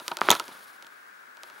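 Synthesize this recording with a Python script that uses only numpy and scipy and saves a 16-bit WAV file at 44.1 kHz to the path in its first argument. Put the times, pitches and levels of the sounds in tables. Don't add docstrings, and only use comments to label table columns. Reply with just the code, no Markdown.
import sys
import numpy as np
from scipy import signal
from scipy.fft import rfft, irfft
from scipy.io import wavfile
from scipy.ndimage import uniform_filter1d

SR = 44100
rng = np.random.default_rng(int(sys.argv[2]) if len(sys.argv) > 2 else 0)


def transcribe(signal):
    frames = np.atleast_2d(signal).T
    limited = np.clip(frames, -1, 1)
    pcm = np.round(limited * 32767).astype(np.int16)
    wavfile.write(sys.argv[1], SR, pcm)


def gain_from_db(level_db):
    decades = np.asarray(level_db, float) / 20
    return 10 ** decades


N = 70560


def level(x, db):
    return x * gain_from_db(db) / np.sqrt(np.mean(x ** 2))


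def butter(x, order, hz, kind="low"):
    return signal.lfilter(*signal.butter(order, hz, kind, fs=SR), x)


def fade(t, t60):
    return np.exp(-np.log(1000) * t / t60)


def colour(x, points):
    hz_points, db_points = np.array(points, float).T
    hz = np.arange(len(x) // 2 + 1) * SR / len(x) + 1
    gain_db = np.interp(np.log(hz), np.log(hz_points), db_points)
    return irfft(rfft(x) * gain_from_db(gain_db), len(x))


def ring(x, modes):
    t = np.arange(4096) / SR
    body = sum(gain_from_db(db) * np.sin(2 * np.pi * hz * t) * fade(t, t60) for hz, db, t60 in modes)
    return signal.fftconvolve(x, body)[:N]


def walk(rate):
    k = int(SR / rate)
    held = np.repeat(rng.standard_normal(N // k + 1), k)
    return 1.07 * uniform_filter1d(uniform_filter1d(held, k), k)[:N]


def add(out, at_s, shape):
    i = int(max(at_s, 0) * SR)
    out[i:i + len(shape)] += shape[:N - i]


def ticks():
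    # (time [s], level [dB], rattle level [dB])
    tick_list = [(.0003, -26, -3), (0.0807, -7, -18.5), (0.1162, -25, 6), (.170, -11.5, -15.5),
                 (.1872, -27.5, -0.5), (0.211, -13, -10), (0.2948, -9, -20), (0.3139, 0.5, -17),
                 (0.3329, -24.5, -23), (0.3516, -12, -9), (0.398, -9, -9.5), (0.441, -28, -16),
                 (0.4809, -23.5, -16.5), (0.57, -48, -16), (0.8252, -27, -12), (.868, -30, -14),
                 (1.3708, -33, -10), (1.4341, -21.5, -13.5), (1.4999, -32.5, -7)]
    # (pitch [Hz], level [dB], time to fade 60 dB [s])
    rattle_bands = [(350, -14.5, 0.08), (635, -3.5, 0.033), (1000, -4.5, 0.065), (1351, 1, 0.031),
                    (2780, 0, 0.013), (4300, 0, .01), (10500, -26, .006)]
    snap_s, rebound_s, rebound_lag_s, rebound_size = .000026, .000065, 0.000096, 0.57
    out, t = np.zeros(N), np.arange(2048) / SR
    snap = np.exp(-((t - .0001) / snap_s) ** 2)
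    rebound = rebound_size * np.exp(-((t - .0001 - rebound_lag_s) / rebound_s) ** 2)
    rise = 1 - np.exp(-t / 0.0007)
    for at, db, rattle_db in tick_list:
        rattle = np.zeros(len(t))
        for hz, band_db, t60 in rattle_bands:
            noise = butter(rng.standard_normal(len(t)), 2, [hz / 1.142, hz * 1.064], "band")
            rattle += gain_from_db(band_db) * level(noise, 0) * fade(t, t60)
        add(out, at, gain_from_db(db) * (rebound - snap + 0.44 * gain_from_db(rattle_db) * rattle * rise))
    return out


def pops():
    # (time [s], level [dB], pitch [Hz])
    pop_list = [
        (0.0188, -39.5, 350),
        (0.2159, -3.5, 1134),
        (.2873, 1, 1322),
        (0.2898, -14, 420),
        (0.4873, -36, 265),
    ]
    fade_cycles = 0.32
    out, t = np.zeros(N), np.arange(2048) / SR
    for at, db, hz in pop_list:
        soft_start = 1 - np.exp(-(t * hz / .17) ** 2)
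        swing = np.sin(2 * np.pi * hz * t) * np.exp(-t * hz / fade_cycles / 2) * soft_start
        add(out, at, 1.58 * gain_from_db(db) * swing)
    return out


def chatter():
    # (time [s], length [s], level [dB], brightness [Hz])
    bunches = [(0.113, 0.009, -26, 1100), (0.3039, 0.0025, -5, 13780), (.306, 0.0013, -19.5, 8930),
               (0.3115, 0.00041, -15.5, 5000), (0.3142, 0.00092, -8.5, 15900),
               (0.3157, 0.0016, -25.5, 6000), (0.3227, 0.00292, -17, 6060), (0.3292, .002, -23.5, 2000),
               (0.3346, 0.00072, -22, 5000), (0.362, 0.0086, -33.5, 4000), (.846, 0.0025, -45, 5000),
               (1.443, .004, -62, 12000)]
    # (pitch [Hz], level [dB], time to fade 60 dB [s])
    mesh_modes = [(1150, -6, .008), (4000, 5, .0035), (6950, 1, .003), (11800, -4, .0012)]
    # (pitch [Hz], level [dB], time to fade 60 dB [s])
    sheet_modes = [(170, -7, 0.069), (350, -13.5, 0.085), (670, -14, 0.087), (961, -2.5, 0.066),
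                   (1290, 4.5, 0.021), (2270, -7.5, 0.033), (3765, -8.5, .015)]
    slips_per_s = 7000
    slips, t = np.zeros(N), np.arange(1024) / SR
    for at, length, db, hz in bunches:
        slipping = rng.random(len(t)) < slips_per_s / SR
        chance = rng.random(len(t))
        kick = np.sign(chance - .5) * (0.19 + chance)
        train = slipping * kick * np.exp(-(t / length) ** 4)
        add(slips, at, gain_from_db(db) * butter(train, 2, min(hz, 20000)))
    crack = butter(slips, 1, 2500, "high")
    return 3.41 * crack + .5 * ring(slips, mesh_modes) + 0.091 * ring(slips, sheet_modes)


def thread():
    # (time [s], level [dB])
    drag = [(0, -47.5), (0.028, -54), (.212, -55.5), (0.219, -40), (.28, -33.5), (0.302, -29.5),
            (0.331, -27), (.37, -50), (.41, -45.5), (0.458, -55), (0.519, -48), (.6, -56.5), (.75, -60),
            (.8, -63.5), (1.38, -77), (1.44, -57), (1.52, -58.5), (1.6, -57)]
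    # (time [s], level [dB])
    speed = [(0, -54.5), (.07, -54), (.1, -55), (.18, -63), (.21, -57), (.24, -50), (.282, -51),
             (.289, -71.5), (.305, -41), (.36, -46), (.46, -57), (.5, -54), (.75, -62), (.78, -66.5),
             (1.4, -76), (1.45, -61), (1.52, -67.5), (1.6, -60.5)]
    # (pitch [Hz], level [dB per Hz])
    rasp_tone = [(60, -32.5), (170, -14.5), (350, -13), (1200, -6), (2000, -14), (3900, -17), (7000, -28.5),
                 (15000, -47)]
    # (pitch [Hz], level [dB per Hz])
    hiss_tone = [(1800, -25), (3500, -7), (7700, -15), (10000, -6.5), (15500, -16.5)]
    t = np.arange(N) / SR
    grains = rng.standard_normal(N) * gain_from_db(2.5 * rng.exponential(size=N))
    rasp_db = np.interp(t, *np.array(drag).T) + 2.0 * walk(250)
    hiss_db = np.interp(t, *np.array(speed).T) + 2.6 * walk(120)
    rasp = level(colour(grains, rasp_tone), 0) * gain_from_db(rasp_db)
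    hiss = level(colour(rng.standard_normal(N), hiss_tone), 0) * gain_from_db(hiss_db)
    return rasp + hiss


def room():
    # (pitch [Hz], level [dB per Hz])
    mid_tone = [(30, -55.5), (250, -16), (320, -15), (700, -16), (1200, -7.5), (2200, -11.5), (2900, -21.5),
                (15500, -32.5)]
    # (pitch [Hz], level [dB per Hz])
    side_tone = [(30, -70.5), (380, -16), (900, -15), (1200, -7), (2200, -17.5), (2800, -23.5),
                 (9400, -41.5), (15500, -70)]
    # (pitch [Hz], width [Hz], left level [dB], right level [dB])
    hz, width, left_db, right_db = (1535, 280, -50, -57.5)
    likeness = -.05
    lean, whistle_hz, whistle_db = 0.17, 15624, -74
    mid = level(colour(rng.standard_normal(N), mid_tone), -57)
    side = level(colour(rng.standard_normal(N), side_tone), -54)

    band = [hz - width / 2, hz + width / 2]
    left = level(butter(rng.standard_normal(N), 2, band, "band"), 0)
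    other = level(butter(rng.standard_normal(N), 2, band, "band"), 0)
    right = likeness * left + np.sqrt(1 - likeness ** 2) * other
    whirr = np.array([left * gain_from_db(left_db), right * gain_from_db(right_db)]) * gain_from_db(.6 * walk(40))

    whistle = np.sqrt(2) * gain_from_db(whistle_db) * np.sin(2 * np.pi * whistle_hz * np.arange(N) / SR)
    return mid + lean * side + whistle + side * np.array([[1], [-1]]) + whirr


def space(x, db, t60, cut_hz):
    t = np.arange(N // 4) / SR
    tail = butter(rng.standard_normal(len(t)), 1, cut_hz) * fade(t, t60)
    return signal.fftconvolve(x, tail * gain_from_db(db) / np.sqrt(np.sum(tail ** 2)))[:N]


def scene():
    no_rumble = signal.butter(4, 200, "high", fs=SR, output="sos")
    hits = signal.sosfilt(no_rumble, ticks() + pops() + chatter())
    table_echo = space(hits, -18, .045, 5000.)
    room_echo = space(hits, -26.5, .4, 3000.)
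    near = hits + thread() + table_echo + room_echo
    wide = np.roll(space(butter(near, 1, 700, "high"), -21, .02, 9000.), 90)
    hush = signal.sosfilt(signal.ellip(10, .2, 60, 15750, fs=SR, output="sos"), room())
    pan_db = -1.1
    return near * gain_from_db(np.array([[pan_db], [-pan_db]]) / 2) + wide * np.array([[1], [-1]]) + hush


def band_limit(x):
    return signal.sosfilt(signal.butter(12, 16520, fs=SR, output="sos"), x)


def record(dry):
    clipped = np.clip(dry, -1, 1)
    mix = signal.sosfilt(signal.ellip(10, .2, 60, 16400, fs=SR, output="sos"), clipped)
    return band_limit(mix)


dry = scene()
out = record(dry)
transcribe(out)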